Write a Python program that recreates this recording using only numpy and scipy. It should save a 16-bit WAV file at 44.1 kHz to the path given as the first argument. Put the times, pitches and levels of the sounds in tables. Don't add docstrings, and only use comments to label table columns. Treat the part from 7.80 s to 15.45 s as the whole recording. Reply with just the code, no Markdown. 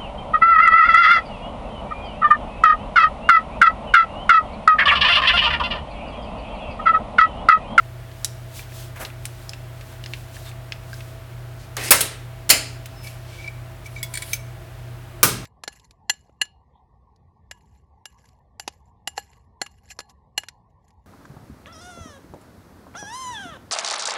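import sys
import numpy as np
from scipy import signal
from scipy.fft import rfft, irfft, next_fast_len
from scipy.io import wavfile
from scipy.ndimage import uniform_filter1d

SR = 44100
rng = np.random.default_rng(int(sys.argv[2]) if len(sys.argv) > 2 else 0)


def volts(x):
    e = np.asarray(x, float) / 20
    return 10 ** e


def materialize(psi):
    bounded = np.clip(np.atleast_2d(psi).T, -1, 1)
    quanta = np.round(bounded * 32767).astype(np.int16)
    wavfile.write(sys.argv[1], SR, quanta)


N = 337365


def at_hz(points, hz):
    corner_hz, values = np.array(points)[:, :2].T
    return np.interp(np.log(hz), np.log(corner_hz), values)


def rms_one(x):
    return x / np.sqrt(np.mean(x ** 2) + 1e-20)


def colour(x, spectrum):
    size = next_fast_len(len(x), True)
    hz = np.maximum(np.arange(size // 2 + 1) * SR / size, 1)
    shaped = irfft(rfft(x, size) * volts(at_hz(spectrum, hz)), size)
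    return rms_one(shaped[:len(x)])


def wobble(seconds):
    size = round(seconds * SR)
    smooth = uniform_filter1d(rng.standard_normal(N), size)
    return rms_one(uniform_filter1d(smooth, size))


def stroke(s, hold, db, attack, release):
    corners_s = np.cumsum([s - attack, attack, hold, release])
    corners_db = db - np.array([25, 0, 0, 25])
    return volts(np.interp(np.arange(N) / SR, corners_s, corners_db, -150, -150))


def add(out, s, x):
    i = round(s * SR)
    out[i:i + len(x)] += x[:N - i]


def ring(clicks, hz, t60):
    r = volts(-60 / (t60 * SR))
    w = 2 * np.pi * hz / SR
    return signal.lfilter([0, np.sin(w)], [1, -2 * r * np.cos(w), r * r], clicks + 1e-18)


def cluster(force, hz, t60):
    spread = 0.008
    detunings = rng.uniform(-1, 1, 3)
    return sum(ring(force, hz * (1 + spread * d), t60) for d in detunings) / np.sqrt(3)


def contact(seconds, swell=0.0):
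    t = np.arange(2000) / SR
    sparse = rng.standard_normal(len(t)) * (rng.random(len(t)) < 0.25)
    chatter = sparse * np.exp(-np.maximum(t - swell, 0) / seconds)
    chatter *= np.sqrt(np.minimum((t + 1e-6) / (swell + 1e-6), 1))
    chatter[0] = 2.8 if swell == 0 else 0.5
    return chatter / np.sqrt(np.sum(chatter ** 2))


def crack(force, edges, levels_db, tail_db, t60):
    t = np.arange(len(force)) / SR
    burst = force + volts(tail_db - 60 * t / t60) * rng.standard_normal(len(t))
    out = 0
    for k, (low, high) in enumerate(zip(edges, edges[1:])):
        band = signal.sosfilt(signal.butter(2, [low, high], "band", fs=SR, output="sos"), burst)
        gain = volts(levels_db[k]) * np.sqrt(SR / 2 / (high - low))
        out = out + gain * (-1) ** k * band
    return out


def sheet_modes(size, blur_db):
    spacing_hz = 36
    lines = (rng.random(size // 2 + 1) < SR / size / spacing_hz) + volts(blur_db)
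    chance = rfft(rng.standard_normal(size))
    return irfft(chance / np.sqrt(np.abs(chance)) * lines, size)


# frequency_hz, t60_s
SHEET_T60 = [(100, 0.19), (500, 0.34), (2000, 0.15), (6000, 0.062), (16000, 0.082)]
# frequency_hz, t60_s
KITCHEN_T60 = [(100, 1), (500, 0.64), (2000, 0.55), (6000, 0.41), (16000, 0.18)]


def dying(spectrum, stretch, echo_db, blur_db=-15):
    t = np.arange(SR // 2) / SR
    edges = 70 * 2 ** np.arange(0, 8.3, 0.5)
    noises = [colour(sheet_modes(len(t), blur_db), spectrum) for _ in range(2)]
    out = 0
    for k, (low, high) in enumerate(zip(edges, edges[1:])):
        band = signal.sosfilt(signal.butter(2, [low, high], "band", fs=SR, output="sos"), noises[k % 2])
        middle_hz = np.sqrt(low * high)
        sheet = volts(-60 * t / (stretch * at_hz(SHEET_T60, middle_hz)))
        kitchen = volts(echo_db - 60 * t / at_hz(KITCHEN_T60, middle_hz))
        out = out + band * (sheet + kitchen)
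    return out


# pitch_hz, level_db (rms), beat_s (when neighbours beat loudest)
MOTOR_TONES = [(44.05, -54, .22), (49.08, -48, .22), (58.02, -55, .22), (89.69, -46, 0), (120.03, -39, .14),
               (122.33, -49, .14), (144.5, -63, 0), (178.1, -65, 0), (269.1, -64, 0), (290.1, -66, 0),
               (348.1, -67, 0), (359.4, -62, 0), (658, -55, 0)]
# pitch_hz, width_hz, level_db
FAN_CASING = [(267.5, 22, -3), (348.4, 19, 2), (416, 22, -15), (575, 20, -10), (634, 14.9, 0.5),
              (655.6, 25, 1.5), (684, 15, -11.5), (784, 24.9, -8.5), (793, 13, -4.5)]
# frequency_hz, level_db (per Hz)
AIR_COLOUR = [(30, -25), (45, -14), (120, -5.5), (165, -10.5), (250, -24), (350, -17), (480, -17.5),
              (640, -18), (800, -19), (1500, -20), (3000, -26.5), (6000, -35), (10000, -36), (17500, -37)]


def motors():
    whirr_db, air_db = -61, -45.5
    t = np.arange(N) / SR
    tones = sum(np.sqrt(2) * volts(db) * np.cos(2 * np.pi * hz * (t - s)) for hz, db, s in MOTOR_TONES)
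    white = rng.standard_normal(N)
    whirr = sum(volts(whirr_db + db) * rms_one(ring(white, hz, 4.4 / width))
                for hz, width, db in FAN_CASING)
    return tones + whirr + volts(air_db) * colour(rng.standard_normal(N), AIR_COLOUR)


# start_s, hold_s, level_db, attack_s, release_s
THREAD_RUBS = [
    (0.32, 2.9, -56, 0.3, 0.36),
    (6.118, 0.42, -53, 0.11, 0.23),
    (5.05, .62, -56.5, 0.11, .1),
    (3.8, .05, -51, .05, .05),
]
# frequency_hz, level_db (per Hz)
THREAD_COLOURS = [
    [(1500, -16), (3000, -3), (6000, -5), (9000, -7), (17500, -9)],
    [(1200, -12), (2300, -4), (4500, -3), (6500, -10), (11000, 1.5), (13500, -8), (17500, -14.5)],
    [(1200, -10), (2500, 0), (5000, -3), (7500, -9), (17500, -22)],
    [(1500, -12), (4200, 0), (6200, -3), (9000, -8), (17500, -20)],
]


def thread_rubs():
    hand = volts(5.5 * wobble(0.1))
    return hand * sum(stroke(*row) * colour(rng.standard_normal(N), spectrum)
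                      for row, spectrum in zip(THREAD_RUBS, THREAD_COLOURS))


# start_s, hold_s, level_db, attack_s, release_s
DRAG_STROKES = [
    (1.162, 0.019, -45, 0.014, 0.016),
    (1.204, 0.018, -37, 0.021, 0.11),
    (2.552, .004, -51, .03, 0.039),
    (2.66, 0.037, -50, 0.061, .025),
    (3.968, 0.13, -37.5, 0.0014, 0.0065),
    (5.239, 0.045, -50, 0.037, 0.16),
    (6.064, 0.0028, -48.5, 0.032, 0.022),
    (6.166, 0.021, -56, .06, 0.035),
    (4.041, 0.042, -41, 0.073, .04),
]
# frequency_hz, level_db (per Hz)
DRAG_COLOURS = [
    [(200, -19), (1200, -1.5), (2500, -8.5), (5000, -20)],
    [(120, -46), (200, -6), (645, -3.5), (1130, -3.5), (1260, 0), (2000, -5.5), (3700, -18.5),
     (12900, -14.5), (17000, -24)],
    [(880, -33), (1500, -4), (3180, -0.5), (3380, -3), (5620, -3), (9240, -4), (17000, -18.5)],
    [(880, -24.5), (1500, -4.5), (3150, -12.5), (3740, -1.5), (5560, -13.5), (8100, -13), (17000, -21)],
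    [(120, -25), (200, -19), (343, -4.5), (421, -15), (453, -15), (488, -13.5), (1260, -18.5), (2040, -6),
     (2410, -10), (2650, -8.5), (2850, -11.5), (9040, -25), (17000, -31.5)],
    [(1530, -20), (2600, 5.5), (3640, -7.5), (5270, -4), (8250, -4), (11700, -1.5), (17000, -14.5)],
    [(1530, -36), (2600, -7.5), (4800, -8), (6030, -2), (9000, -10.5), (9510, -8), (17000, -16.5)],
    [(1530, -33), (2600, -8.5), (3110, -18), (3790, 1.5), (6320, 0), (8190, -5), (17000, -22.5)],
    [(3000, -27), (5000, -3.5), (7000, -3.5), (9000, 0.5), (11500, -4.5), (17000, -19.5)],
]
# start_s, hold_s, pitch_hz, level_db, t60_s
SLIDE_RINGS = [(3.969, .01, 4260, -42, .03), (3.995, .055, 2080, -48, .02), (4.0, .05, 2580, -46, .025),
               (3.985, .07, 1600, -47, .03), (3.985, .03, 3100, -49, .02), (4.032, .012, 6630, -46.5, .03),
               (4.064, .018, 5120, -39, .05), (4.05, .04, 8830, -47.5, .02), (4.05, .035, 9280, -48, .038),
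               (4.01, .02, 4200, -52, .02), (6.165, .035, 6250, -55, .04), (6.165, .03, 3900, -55, .03),
               (6.17, .025, 4900, -57, .03), (6.175, .03, 7350, -57, .03), (6.245, .16, 1010, -54, .25),
               (2.662, .035, 3700, -52, .04), (2.69, .012, 8600, -54, .03), (2.725, .025, 1150, -52, .06)]


def drags():
    clumps = volts(0.86 * wobble(0.0034))
    sizes = volts(1.8 * np.minimum(rng.exponential(1, N), 4))
    grains = rng.standard_normal(N) * sizes * clumps
    out = sum(volts(5.0) * stroke(*row) * colour(grains, spectrum)
              for row, spectrum in zip(DRAG_STROKES, DRAG_COLOURS))
    for s, hold, hz, db, t60 in SLIDE_RINGS:
        push = grains * stroke(s, hold, 0, 0.006, 0.013)
        level = volts(db) * np.sqrt(28 / (t60 * SR)) / np.std(grains)
        out = out + level * ring(push, hz, t60)
    return out


# start_s, hold_s, level_db
ARM_SLIPS = [(5.24, 0.015, -47), (5.269, 0.006, -38), (5.512, 0.045, -55), (5.579, 0.052, -45.5),
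             (5.643, .008, -36), (5.662, .012, -41), (5.677, .008, -36), (6.06, 0.0042, -36),
             (6.164, .004, -37), (6.182, .002, -39), (6.203, .006, -45)]
# start_s, hold_s, level_db
SQUEAK = (5.155, .11, -53.5)


def singing():
    arm_hz, tremble_hz = 2296, 37
    catch_s, release_s, squeak_ramp_s = 0.0044, 0.022, 0.014
    squeak_hz, sag_hz, swell_db = 5280, 86, 5.5
    mode_hz = arm_hz + tremble_hz * wobble(0.0046)
    mode = volts(2.7 * wobble(0.0048)) * np.sin(2 * np.pi * np.cumsum(mode_hz) / SR)
    slips = mode * sum(stroke(*row, catch_s, release_s) for row in ARM_SLIPS)
    start_s, hold_s, _ = SQUEAK
    along = np.clip((np.arange(N) / SR - start_s) / hold_s, 0, 1)
    hz = squeak_hz - sag_hz * np.sin(np.pi * along) + tremble_hz * wobble(0.005)
    swell = volts(swell_db * (along - 0.5) + 2.6 * wobble(0.0048))
    squeak = stroke(*SQUEAK, squeak_ramp_s, squeak_ramp_s) * swell * np.sin(2 * np.pi * np.cumsum(hz) / SR)
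    return np.sqrt(2) * (slips + squeak)


# start_s, peak_db, ring_hz, fall_db (per octave
# above the ring), ring_db
SLACK_KNOCKS = [(0.3147, -32.5, 2830, 10, -12), (0.446, -3.5, 7650, 18, -34), (0.7938, -26, 2360, 18, -6),
                (0.828, -35, 3100, 21, -5), (0.921, -33.5, 1800, 10, -7), (1.2504, -16.5, 4200, 31, -9),
                (1.302, -32, 2400, 12, -10), (1.4537, -19.5, 2560, 7, -21), (1.4546, -13.5, 9000, 30, -6),
                (1.6935, -22.5, 5200, 4, -2), (1.734, -23.5, 2640, 4, -5.5), (2.0098, -26.5, 2400, 4.5, -20),
                (2.126, -36, 1520, 2, -4), (2.2394, -25.5, 2840, 5, -6), (2.261, -22, 2750, 5.5, -13),
                (2.336, -18, 2250, 4.5, -16), (2.5668, -31, 1770, 9, -6), (2.6613, -35, 3740, 9, -11),
                (2.7147, -28.5, 2500, 16, -13), (2.922, -16, 2540, 7.5, -8.5), (3.131, -35, 1600, 1.5, 7),
                (3.1417, -31.5, 5200, 13, -4), (3.2061, -26.5, 2600, 9, -7), (5.058, -25, 2470, 3, -17),
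                (5.06, -25, 12600, 6, -13)]
# start_s, pitch_hz, level_db
SIDE_RINGS = [(0.446, 3950, -18), (0.446, 5600, -19), (0.446, 6790, -31), (0.446, 9000, -23),
              (0.446, 10100, -37), (0.446, 13600, -30), (2.261, 2400, -39), (2.261, 5000, -27),
              (2.3357, 2690, -26), (2.3357, 1620, -49), (2.3357, 4150, -31), (2.3357, 4590, -39),
              (2.922, 1690, -35), (2.922, 3760, -39), (2.922, 5200, -26), (3.131, 4750, -36),
              (3.2061, 3550, -37), (3.2061, 5250, -44), (2.2396, 3800, -41), (2.2396, 4900, -36),
              (5.2715, 5000, -50), (5.677, 5500, -34)]


def ticks():
    ring_cycles = 55
    rise_db, bend = 9, 1.8
    top_hz, top_loss_db = 11000, 6
    out = np.zeros(N)
    edges = 1400 * 2 ** np.arange(0, 3.7, 0.6)
    centres = np.sqrt(edges[1:] * edges[:-1])
    for s, peak_db, hz, fall_db, ring_db in SLACK_KNOCKS:
        force = np.pad(contact(0.0002), (0, 3000))
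        octaves = np.log2(centres / hz)
        levels_db = np.where(octaves > 0, -fall_db * abs(octaves) ** bend, rise_db * octaves)
        levels_db = levels_db - top_loss_db * octaves * (centres > top_hz)
        click = volts(1.0) * crack(force, edges, levels_db, tail_db=-19, t60=0.044)
        spot = ring(force, hz, ring_cycles / hz)
        add(out, s, volts(peak_db) * (click + volts(ring_db) * spot / np.max(spot)))
    click = np.eye(1, 3000)[0]
    for s, hz, db in SIDE_RINGS:
        add(out, s, volts(db) * ring(click, hz, ring_cycles / hz))
    return out


# start_s, peak_db, arm_db, bright_db, contact_s
CHINKS = [
    (5.271, -28, -7, -29, 0.0018),
    (5.677, -33, -5.5, -19, 0.0021),
    (6.0594, -41, -14.5, -24, 0.0037),
    (6.229, -17.5, -8, -3.5, 0.0014),
    (6.338, -21, -11.5, -6.5, 0.003),
    (6.3519, -22, -7.5, -11, 0.0034),
    (6.3724, -18, -6, -8.5, 0.0022),
    (6.4203, -21.5, -5.5, -8.5, 0.0043),
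    (6.5312, -12, -7.5, -7.5, 0.0022),
]
# pitch_hz, level_db, t60_s
LOOP_MODES = [(1840, -15, 0.1), (1980, -9.5, 0.1), (2277, 1.5, 0.042), (3400, -16, 0.072), (3890, -12, .04),
              (4350, -9, 0.053), (4700, -16, 0.033), (7330, -5.5, 0.057), (7900, -9.5, 0.04),
              (8800, 2.5, 0.029), (10900, -6, 0.05), (14000, -17, 0.04), (12700, -12, 0.04),
              (15300, -15, 0.03)]
# pitch_hz, level_db, t60_s
SNAG_MODES = [(1020, -11, .4), (2200, 1, 0.1), (3430, -5.5, 0.12), (4888, -9, 0.08), (6600, -15, 0.06),
              (7833, -3.5, .04), (8950, -19, 0.053), (9588, -22, 0.06), (10700, -4.5, 0.038),
              (11000, -12, 0.062), (13510, -9, 0.07), (13950, -14, 0.07), (15050, -5.5, 0.07),
              (15650, -16, 0.07)]
# pitch_hz, level_db, t60_s
ROD_END_MODES = [(1390, -21, 0.14), (2330, 5.5, 0.041), (3870, -16, 0.1), (4800, -21, 0.1),
                 (5530, -12, 0.09), (6270, -1.5, 0.05), (7800, -15, 0.08), (8737, -4, 0.066),
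                 (9297, -16, 0.05), (10860, -10, 0.095), (12700, -15, 0.069), (13900, -7, 0.06),
                 (15510, -11, 0.084), (15950, -17, 0.09)]


def chinks():
    middle_db, graze_swell_s, longest_s = -3.5, 0.0016, 0.072
    out = np.zeros(N)
    edges = [1500, 3500, 7000, 17000]
    thin = signal.butter(4, 1500, "high", fs=SR, output="sos")
    special = {CHINKS[3][0]: SNAG_MODES, CHINKS[-1][0]: ROD_END_MODES}
    for s, peak_db, arm_db, bright_db, seconds in CHINKS:
        body = special.get(s, LOOP_MODES)
        levels_db = [arm_db, middle_db, bright_db]
        tone = list(zip([2300, 5000, 11000], levels_db))
        force = np.pad(contact(seconds, graze_swell_s), (0, 5000))
        rings = 0
        for hz, db, t60 in body:
            mode = cluster(force, hz, min(t60, longest_s * 2300 / min(hz, 2300)))
            mode_db = db + at_hz(tone, hz) + rng.normal(0, 2)
            rings = rings + volts(mode_db) * mode / np.max(mode)
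        click = volts(2.0) * crack(force, edges, levels_db, tail_db=-19, t60=0.11)
        add(out, s, volts(peak_db) * signal.sosfilt(thin, rings + click))
    return out


# start_s, level_db, rattle_s, part
BLOWS = [
    (3.967, -27, 0.0036, "tip"),
    (4.107, -3.5, 0.012, "crank"),
    (4.117, -6.5, 0.0068, "flat"),
    (4.206, -21, 0.0091, "knob"),
    (4.2112, -21.5, 0.0068, "knob"),
    (4.6919, -19.5, 0.02, "touch"),
    (4.701, -7, 0.0062, "frame"),
    (4.706, -12, 0.008, "foot"),
    (7.43, -4, 0.0017, "rod"),
]
PART_ROW = {"tip": 5, "crank": 0, "touch": 1, "rod": 2, "knob": 3, "frame": 4, "flat": 6, "foot": 7}
# frequency_hz, level_db (per Hz)
PART_COLOURS = [
    [(59, -34), (100, -5.5), (232, -14.5), (600, -6), (900, -7), (1400, -4), (2400, -3.5), (3300, -6.5),
     (5300, -2), (6500, -3), (9300, 5), (13000, -0.5), (17500, 2)],
    [(59, -47), (100, -21.5), (517, -25), (988, -27), (2560, -12), (3400, -16.5), (5110, -17.5),
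     (7220, -12.5), (9150, -10.5), (12100, -24.5), (17500, -29.5)],
    [(47, -40), (80, 1), (134, -2), (211, -4.5), (388, -5.5), (729, -13.5), (1190, -5), (2000, -10),
     (3200, -9), (4420, -9), (5800, -7.5), (7200, -7), (8900, -3.5), (16000, -7), (17500, 0.5)],
    [(180, -16.5), (400, -5.5), (1270, -13.5), (2600, -7), (3600, -2), (5200, -12), (6800, -7), (9300, 1.5),
     (17500, -11)],
    [(220, -14.5), (550, -14.5), (1100, -18), (2200, -7), (2900, -6.5), (3550, -17), (4300, -4), (5300, -5),
     (6000, -15.5), (7200, 0), (8300, -15.5), (9300, -5.5), (10800, -9.5), (12300, -11), (17500, -17.5)],
    [(100, -14), (400, 2), (1300, -2.5), (2500, -9.5), (4200, -5), (7000, -6.5), (11000, -10.5),
     (17500, -24)],
    [(200, -11.5), (700, -7), (1100, -4.5), (1600, 1), (2300, 0), (3300, -4.5), (5200, -1.5), (9000, -2.5),
     (17500, -6)],
    [(400, -18), (1500, -16), (2600, -4.5), (3600, -5.5), (5000, 0), (7300, -1), (9500, -2), (12500, -7.5),
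     (17500, -7.5)],
]
SEATING = {"tip": (0.95, -18, .0003), "crank": (0.94, -6.5, .0004), "knob": (0.6, -4, 0.002),
           "touch": (0.56, -6, 0.0015), "frame": (1, -7, 0.00099), "rod": (0.62, -5, 0.000404),
           "flat": (0.5, -9, 0.0026), "foot": (0.6, -12, 0.0013)}
LANDING_LINES = {0: [(763, -9, .17), (1314, -5, .15), (1560, -7, .25), (2390, -8, .3), (2787, -9, .16),
                 (5200, -2, 0.13), (6400, -13, .3), (6940, -2, 0.05), (7550, -12, .35), (8958, -11.5, .3),
                 (9310, -6, .25), (10100, -11.5, .3), (10900, -9.5, .3), (13470, -13, .2)],
                 2: [(319, -4, .4), (408, -11.5, .4), (1198, -4.5, .45), (1480, -5, .3), (2400, -2, 0.22),
                 (3270, -12, 0.13), (3390, -10, .3), (4390, -12, .3), (5500, 2, 0.23), (5890, 3.5, .15),
                 (7620, -11, .28), (8100, 4, .12), (9250, -8, .1), (13800, -10.5, .14)],
                 3: [(3500, -9, .12), (5160, 3, .2), (9400, -4, .1)], 4: [(2074, -4, 0.3), (2340, -8, 0.3),
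                 (3110, -7, 0.5), (4150, -6, .5), (4380, -3, 0.5), (4700, -3, .5), (5050, -5, 0.5),
                 (5370, -4, .45), (7200, -6, 0.4), (7620, -9, 0.4), (9055, -3, 0.4), (9500, -5.5, 0.4),
                 (11800, -16, 0.223), (13970, -11, 0.166)]}


def blows():
    longest_ring_s = 0.4
    out = np.zeros(N)
    for s, db, seconds, name in BLOWS:
        row = PART_ROW[name]
        stretch, echo_db, onset_s = SEATING[name]
        body = dying(PART_COLOURS[row], stretch, echo_db)
        t = np.arange(len(body)) / SR
        shaking = np.exp(-(t / seconds) ** 4) * volts(rng.normal(0, 6.5, len(t)))
        rattle = 1 + volts(-3.5) * shaking
        force = np.pad(contact(0.0015), (0, len(t) - 2000))
        lines = sum(volts(line_db - 16.5) * cluster(force, hz, min(t60, longest_ring_s) * stretch)
                    for hz, line_db, t60 in LANDING_LINES.get(row, []))
        add(out, s, volts(db) * (np.minimum(t / onset_s, 1) * rattle * body + lines))
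    return out


def scene():
    echo_db = -15
    background = motors()
    near = thread_rubs() + drags() + singing() + ticks() + chinks()
    echo = np.pad(dying([(100, -14), (17000, -9.5)], 0.93, 0, blur_db=20), (200, 0))
    wet = signal.fftconvolve(near, echo / np.sqrt(np.sum(echo ** 2)))[:N]
    return (near + volts(echo_db) * wet + blows() + background)[None]


def roll_off(x):
    return signal.sosfilt(signal.butter(12, 17690, fs=SR, output="sos"), x)


def record(dry):
    clipped = np.clip(dry, -0.93, 0.93)
    top = signal.cheby2(14, 60, 17800, fs=SR, output="sos")
    return roll_off(signal.sosfilt(top, clipped))


dry = scene()
out = record(dry)
materialize(out)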